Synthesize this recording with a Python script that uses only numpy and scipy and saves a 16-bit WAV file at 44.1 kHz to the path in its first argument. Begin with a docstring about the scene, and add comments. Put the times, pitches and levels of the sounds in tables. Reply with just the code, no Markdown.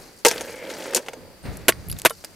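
"""Chopping ice on a snow plain.

Chunks drop into a metal pot standing in snow, then scrape and settle. Close by, a big knife stabs
twice into the ice block: it cracks, chips tick away, the blade rings briefly. Clothes rustle,
light wind bumps the microphone, and the loudest blows overload it."""
import sys
import numpy as np
from scipy import signal
from scipy.fft import rfft, irfft, next_fast_len
from scipy.io import wavfile
from scipy.ndimage import uniform_filter1d

SR = 44100
rng = np.random.default_rng(int(sys.argv[2]) if len(sys.argv) > 2 else 0)


def dump_mix(stems):
    """Bounce the given channels to the path in sys.argv[1] as a 16-bit WAV at rate SR."""
    frames = np.atleast_2d(stems).T  # one column per channel
    limited = np.clip(frames, -1, 1)  # hard clip at full scale
    pcm = np.round(limited * 32767).astype(np.int16)
    wavfile.write(sys.argv[1], SR, pcm)


N = 103635
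FFT_SIZE = next_fast_len(N, True)
TIME_S, FREQS_HZ = np.arange(N) / SR, np.fft.rfftfreq(FFT_SIZE, 1 / SR)
KNIFE_FROM_S = 1.42

# Level curves. Each row: time in seconds, level in dB.
WIND_LEVEL_DB = [(0, -64), (.2, -71), (.3, -50), (.78, -59), (1.12, -62.5), (1.22, -47.5), (1.41, -61),
                 (1.45, -33.5), (1.5, -30.5), (1.57, -40), (1.74, -46.5), (1.8, -38.5), (1.85, -45),
                 (1.89, -31), (1.96, -32), (2.0, -48), (2.17, -56.5), (2.35, -57.5)]
SLEEVE_LEVEL_DB = [(0, -44.5), (.2, -55.5), (1.24, -52), (1.425, -54.5), (1.457, -35), (1.52, -40),
                   (1.62, -44.5), (1.72, -44), (1.82, -48), (2.03, -48.5), (2.15, -58.5), (2.35, -52.5)]
CRUMB_LEVEL_DB = [(0, -49.5), (.13, -58), (.2, -53), (.3, -92), (1.49, -88), (1.53, -52.5), (1.63, -61.5),
                  (2.13, -52), (2.35, -60)]
# Noise spectra. Each row: frequency in Hz, relative density in dB.
WIND_SPECTRUM_DB = [(15, -13), (65, 1), (120, 0), (190, -2), (250, -15), (320, -19), (500, -48),
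                    (1500, -76)]
CLOTH_SPECTRUM_DB = [(100, 4.5), (250, 9.5), (550, 7), (1000, -3.5), (2100, -2), (3200, -12.5), (4300, -10),
                     (6500, -21), (16000, -25)]
HISS_SPECTRUM_DB = [(100, -17), (600, -12.5), (2200, -19.5), (7000, -22.5), (14500, -24), (16000, -34)]
CLATTER_SPECTRUM_DB = [(60, -46), (200, -12), (340, 3), (600, 4), (1150, -4.5), (2000, -0.5), (2900, -3),
                       (3800, -9), (8000, -56), (16000, -23)]
SPLINTER_SPECTRUM_DB = [(300, -48), (3500, -7), (5000, 1), (6600, 2), (8200, -2), (9600, -0.5),
                        (11500, -6.5), (14500, -10), (16000, -37)]
HOLLOW_SPECTRUM_DB = [(60, -45), (200, -11), (300, -7.5), (420, -7.5), (520, 2.5), (620, -7), (760, -16.5),
                      (870, -8.5), (1100, -24), (3000, -47)]
GRIT_SPECTRUM_DB = [(400, -4.5), (1100, -0.5), (1700, 5), (2800, 0), (3900, -4), (4500, -41), (15000, -20)]
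SPRAY_SPECTRUM_DB = [(80, -10), (400, 7.5), (2000, -25), (4000, -8), (5800, -5.5), (8000, -0.5), (11000, 3),
                     (13200, 1), (14800, -17), (16000, -28)]
# Modes of the snow-damped pot, the block with the blade wedged in, the free blade and a thin ping.
# Each row: frequency in Hz, level in dB, t60 in seconds.
POT_MODES = [(331, -7.5, 0.027), (474.4, -1, 0.056), (538, -5, 0.041), (674, -7, 0.042), (803, -10, 0.033),
             (931, -9.5, 0.069), (1618, -20, 0.15), (2012, -23, 0.13), (4954, -22.5, 0.13),
             (6310, -24, 0.11), (6390, -23.5, 0.15)]
BLOCK_MODES = [(148, -9, 0.029), (339, -3, 0.04), (460, 2.5, 0.024), (652, 3.5, 0.03), (1110, -15.5, 0.094),
               (1380, -3, 0.017), (1597, 0.5, 0.022), (2686, -2.5, 0.029), (3653, -3.5, 0.027)]
BLADE_MODES = [(452, -2.5, 0.076), (603, 4.5, 0.028), (830, -9, 0.058), (1357, -7, 0.084),
               (2988, -13, 0.08), (3693, -9, 0.047)]
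PING_MODES = [(8850, 0, 0.42)]
# Ice landing. Each row: start in seconds, pot ring, clatter and splinter levels in dB, t60 in seconds.
POT_HITS = [(0.249, -10, -2.5, -6, 0.035), (0.255, -9, -12.5, -17.5, 0.05), (0.2627, -4.5, -21, -6, 0.034),
            (0.2693, -11, -29.5, -31, 0.11), (0.2823, -23, -30, -12.5, 0.04),
            (0.3116, -36, -20, -22, 0.054), (0.4086, -27, -30.5, -29, 0.064),
            (0.9338, -32, -25, -30.5, 0.035), (0.9469, -20.5, -29, -9.5, 0.031),
            (0.959, -24, -27.5, -20, 0.075), (0.9658, -27, -23, -20, 0.047),
            (0.973, -23, -27.5, -43, 0.075), (1.062, -46, -41.5, -43.5, 0.084),
            (1.084, -32, -26, -36, 0.042), (1.1325, -31, -34, -39, 0.04)]
# Ice sliding. Each row: time in seconds, hollow note, grit and tinkle levels in dB.
SLIDE_LEVELS_DB = [(0.29, -36, -33.5, -36), (0.42, -38.5, -41.5, -45), (0.5, -38.5, -41.5, -45),
                   (0.6, -45.5, -46, -51.5), (0.64, -35.5, -43.5, -51), (0.72, -35.5, -41, -45),
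                   (0.9, -37, -40, -43), (0.98, -36.5, -46, -60), (1.03, -45.5, -51, -51),
                   (1.09, -46, -56, -69), (1.3, -49.5, -85, -92)]
# Loose pieces, and mitten crunches in the snow. Each row: start in seconds, level in dB, centre in Hz, width in
# octaves, t60 in seconds.
CHIPS = [(0.3057, -22.5, 3000, 0.3, 0.015), (0.3798, -21, 2730, .55, 0.016), (0.6995, -31, 2220, 0.69, 0.1),
         (0.7378, -31.5, 5030, 0.28, 0.013), (0.8237, -33.5, 2880, 0.23, 0.02),
         (0.947, -12, 7300, 0.12, 0.032), (0.965, -16, 372, 0.23, 0.062), (1.17, -45, 290, 0.5, 0.45),
         (1.5706, -31.5, 10700, 0.52, 0.018), (1.7224, -20, 1790, 0.45, 0.012),
         (1.726, -42, 4700, 0.11, 0.064), (1.8859, -31.5, 11700, 0.2, 0.029),
         (1.898, -31.5, 11300, .12, 0.056), (1.9146, -21.5, 10970, 0.059, 0.024),
         (1.915, -31.5, 4800, 0.023, 0.031), (1.899, -35.5, 2850, 0.65, 0.035),
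         (1.926, -26.5, 7050, 2.7, 0.017), (1.9661, -38, 2710, 0.37, 0.029),
         (1.9873, -29, 8300, 1.5, 0.031), (1.9978, -29, 9000, 1.5, 0.011),
         (2.0184, -20.5, 3800, 1.8, 0.0047), (2.097, -28, 7400, 1.3, 0.033),
         (2.1074, -26, 1040, 0.35, 0.029), (2.106, -29, 10600, 0.13, 0.037), (2.2401, -32, 700, 1, 0.022),
         (2.246, -25.5, 6000, 7.5, 0.028), (2.246, -39.5, 4950, 0.026, 0.047)]
# Fractures, two per stab. Each row: start in seconds, thud, crack and spray levels in dB,
# crack centre in Hz, crack width in octaves, hold and t60 in seconds.
STABS = [(1.682, -27, -6.5, -8.5, 1980, 0.64, 0.0036, 0.042),
         (1.6894, -9, -12, -16, 1660, 0.54, 0.0034, 0.035),
         (2.0497, -16.5, -9, -11, 1020, 0.55, 0.0021, 0.045),
         (2.0573, -9, -5, -13.5, 1980, 0.59, 0.00079, 0.041)]
# Blade rebound and pings. Each row: start in seconds, level in dB.
BLADE_HITS = [(2.1053, -27)]
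PINGS = [(1.429, -51), (1.69, -51), (2.06, -51)]
# Stereo likeness of the ice. Each row: frequency in Hz, left-right correlation from 0 to 1.
ICE_CORRELATION = [(100, .97), (300, 1), (2000, 1), (5000, 0.93), (12000, 0.5)]
# Stereo placement. Each row: frequency in Hz, left minus right in dB.
POT_BALANCE_DB = [(600, -2), (3800, 3), (15000, 0.7)]
BLOCK_BALANCE_DB = [(400, -2.5), (3800, 0.8), (15000, -1.5)]


def gain(db):
    """Decibels to gain."""
    return 10 ** (np.asarray(db) / 20)


def unit_rms(x):
    """Scales to rms 1."""
    return x / np.sqrt(np.mean(x ** 2) + 1e-20)


def wander(count, span):
    """Random curve of rms 1, smoothed over span points."""
    return unit_rms(uniform_filter1d(rng.standard_normal(count), size=span))


def over_freq(points):
    """Table interpolated over log frequency."""
    hz, value = np.transpose(points)
    return np.interp(np.log(FREQS_HZ + 1), np.log(hz + 1), value)


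def envelope(points, column=1):
    """Gain over time from one dB column."""
    rows = np.array(points)
    return gain(np.interp(TIME_S, rows[:, 0], rows[:, column]))


def resonance_db(hz, width_oct):
    """One spectral peak, rolled off in the bass and top treble."""
    offset = np.log2((FREQS_HZ + 1) / hz) / width_oct
    rolloff_db = over_freq([(60, -26), (220, 0), (13000, 0), (16000, -16)])
    return rolloff_db - 20 * np.log10(1 + offset ** 2 / 2)


def overtones_db(spectrum, depth_db=1.5):
    """Spectrum with many close resonances over its treble."""
    ripple_db = depth_db * wander(len(FREQS_HZ), 420)
    return over_freq(spectrum) + ripple_db * np.minimum(FREQS_HZ / 2000, 1)


def noise(spectrum_db, grains=1, correlation=over_freq(ICE_CORRELATION)):
    """Stereo noise of rms 1, gated by grains before colouring."""
    left, other = rfft(rng.standard_normal((2, N)) * grains, FFT_SIZE)
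    right = correlation * left + np.sqrt(1 - correlation ** 2) * other
    return unit_rms(irfft(np.array([left, right]) * gain(spectrum_db), FFT_SIZE)[:, :N])


def burst(start_s, t60_s, hold_s=0, attack_s=0.00078):
    """Fracture envelope: sharp attack, hold, fast decay."""
    age_s = TIME_S - start_s
    return np.clip(age_s / attack_s, 0, 1) * gain(-60 * np.clip((age_s - hold_s) / t60_s, 0, 2))


def ring(modes, hits):
    """Each hit excites decaying modes of alternating sign."""
    age_s, out = np.arange(SR // 2) / SR, np.zeros(N)
    tone = sum((-1) ** k * gain(db - 60 * age_s / t60_s) * np.sin(2 * np.pi * hz * age_s)
               for k, (hz, db, t60_s) in enumerate(modes))
    for start_s, db, *_ in hits:
        part = out[round(start_s * SR):][:len(tone)]
        part += gain(db) * tone[:len(part)]
    return out


def pan(x, balance_db):
    """Splits each frequency between left and right."""
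    left_gain = gain(over_freq(balance_db) / 2)
    return irfft(rfft(x, FFT_SIZE) * np.array([left_gain, 1 / left_gain]), FFT_SIZE)[:, :N]


def wind():
    """Gusts bump the microphone with a low rumble."""
    return envelope(WIND_LEVEL_DB) * noise(over_freq(WIND_SPECTRUM_DB), correlation=0.24)


def sleeve():
    """Mitten and sleeve rub: a grainy rustle."""
    grains = gain(3.6 * rng.standard_normal(N))
    return envelope(SLEEVE_LEVEL_DB) * noise(over_freq(CLOTH_SPECTRUM_DB), grains, correlation=0.81)


def hiss():
    """Steady hiss with a faint high whine."""
    whine = gain(-61.5) * noise(resonance_db(hz=4700, width_oct=0.059), correlation=0.24)
    return gain(-54) * noise(over_freq(HISS_SPECTRUM_DB), correlation=0.067) + whine


def crumbs(per_s, spread_db, t60_s, low_hz, high_hz, mode_count=60, cluster_oct=0.7):
    """Shower of ice crumbs; each rings a cluster of brief glassy pitches."""
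    age_s, out = np.arange(1500) / SR, np.zeros((2, N))
    starts = np.flatnonzero(rng.random(N) < per_s / SR)
    strengths = gain(spread_db * np.minimum(rng.exponential(1, N), 3))
    hz = np.geomspace(low_hz, high_hz, mode_count) * rng.uniform(0.99, 1.02, mode_count)
    phase_rad = rng.normal(0, 0.41, (2, mode_count, 1))
    modes = gain(-60 * age_s / t60_s) * np.sin(2 * np.pi * hz[:, None] * age_s + phase_rad)
    centres_hz = rng.choice(hz, (len(starts), 1))
    clusters = np.exp(-(np.log2(hz / centres_hz) / cluster_oct) ** 2)
    mixes = rng.laplace(size=clusters.shape) * clusters * np.sqrt(low_hz / hz)
    for start, mix in zip(starts, mixes):
        part = out[:, start:start + len(age_s)]
        part += strengths[start] * (mix @ modes)[:, :part.shape[1]]
    return unit_rms(out)


def snaps(depth_db=3):
    """Ice breaks in tiny uneven snaps: their gain over time."""
    return gain(depth_db * np.clip(wander(N, 40), -2, 2))


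def pot_hits():
    """Chunks clatter, splinter and knock the pot."""
    clatter = noise(overtones_db(CLATTER_SPECTRUM_DB), snaps())
    splinter = noise(overtones_db(SPLINTER_SPECTRUM_DB), snaps())
    ice = sum(burst(start_s, t60_s) * (gain(clatter_db) * clatter + gain(splinter_db) * splinter)
              for start_s, _, clatter_db, splinter_db, t60_s in POT_HITS)
    return ice + ring(POT_MODES, POT_HITS)


def pot_slide(tinkle, slips_per_s=4500, spread_db=2, clump_db=1.5):
    """Ice slides in clumps of tiny slips: it grates and tinkles; the pot's hollow and wall sound."""
    slip_db = clump_db * wander(N, 400) + spread_db * np.minimum(rng.exponential(1, N), 4)
    slips = (rng.random(N) < slips_per_s / SR) * gain(slip_db)
    hollow = envelope(SLIDE_LEVELS_DB) * noise(over_freq(HOLLOW_SPECTRUM_DB), slips)
    crunch = gain(-5.5) * crumbs(per_s=110, spread_db=2.5, t60_s=0.016, low_hz=1500, high_hz=5500)
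    scrape = noise(overtones_db(GRIT_SPECTRUM_DB), slips)
    grit = gain(-2) * envelope(SLIDE_LEVELS_DB, column=2) * (scrape + crunch)
    wall_swell = gain(-46.5) * np.exp(-((TIME_S - 0.6) / 0.13) ** 2)
    wall = wall_swell * noise(resonance_db(hz=2230, width_oct=0.07), slips)
    sliding = np.interp(TIME_S, [0.26, 0.29, 1.3, 1.42], [0, 1, 1, 0])
    return sliding * (hollow + grit + wall + envelope(SLIDE_LEVELS_DB, column=3) * tinkle)


def chips(from_s, to_s):
    """Loose pieces knock and tick, and a mitten squeaks and crunches in the snow, each at its own pitch."""
    return sum(gain(db) * burst(start_s, t60_s, attack_s=0.00025) * noise(resonance_db(hz, width_oct))
               for start_s, db, hz, width_oct, t60_s in CHIPS if from_s <= start_s < to_s)


def pings():
    """A thin high tone that lingers."""
    return ring(PING_MODES, PINGS)


def knife():
    """The tip crushes into the block: thud, crack, bright spray; the blade rings on the rebound."""
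    out = ring(BLOCK_MODES, STABS) + ring(BLADE_MODES, BLADE_HITS)
    spray = noise(overtones_db(SPRAY_SPECTRUM_DB), snaps())
    for start_s, _, crack_db, spray_db, hz, width_oct, hold_s, t60_s in STABS:
        crack = noise(resonance_db(hz, width_oct), snaps())
        out = out + burst(start_s, t60_s, hold_s) * (gain(crack_db) * crack + gain(spray_db) * spray)
    return out


def scene(pot_cutoff_hz=170):
    """Open air, the pot (too small for deep bass) and the block."""
    tinkle = crumbs(per_s=1300, spread_db=3, t60_s=0.021, low_hz=3920, high_hz=14420)
    loose_crumbs = envelope(CRUMB_LEVEL_DB) * tinkle
    pot = loose_crumbs + pot_hits() + pot_slide(tinkle) + chips(0, KNIFE_FROM_S)
    pot = signal.lfilter(*signal.butter(2, pot_cutoff_hz, "highpass", fs=SR), pot)
    block = pings() + knife() + chips(KNIFE_FROM_S, N / SR)
    return wind() + sleeve() + hiss() + pan(pot, POT_BALANCE_DB) + pan(block, BLOCK_BALANCE_DB)


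def record(dry):
    """Soft microphone overload, then a band limit."""
    ceiling, cutoff_hz = 0.8, 15900
    squashed = ceiling * np.tanh(dry / ceiling)
    lowpass = signal.firwin(255, cutoff_hz, window=("kaiser", 8), fs=SR)
    return signal.oaconvolve(squashed, lowpass[None], "same")


dry = scene()
out = record(dry)
dump_mix(out)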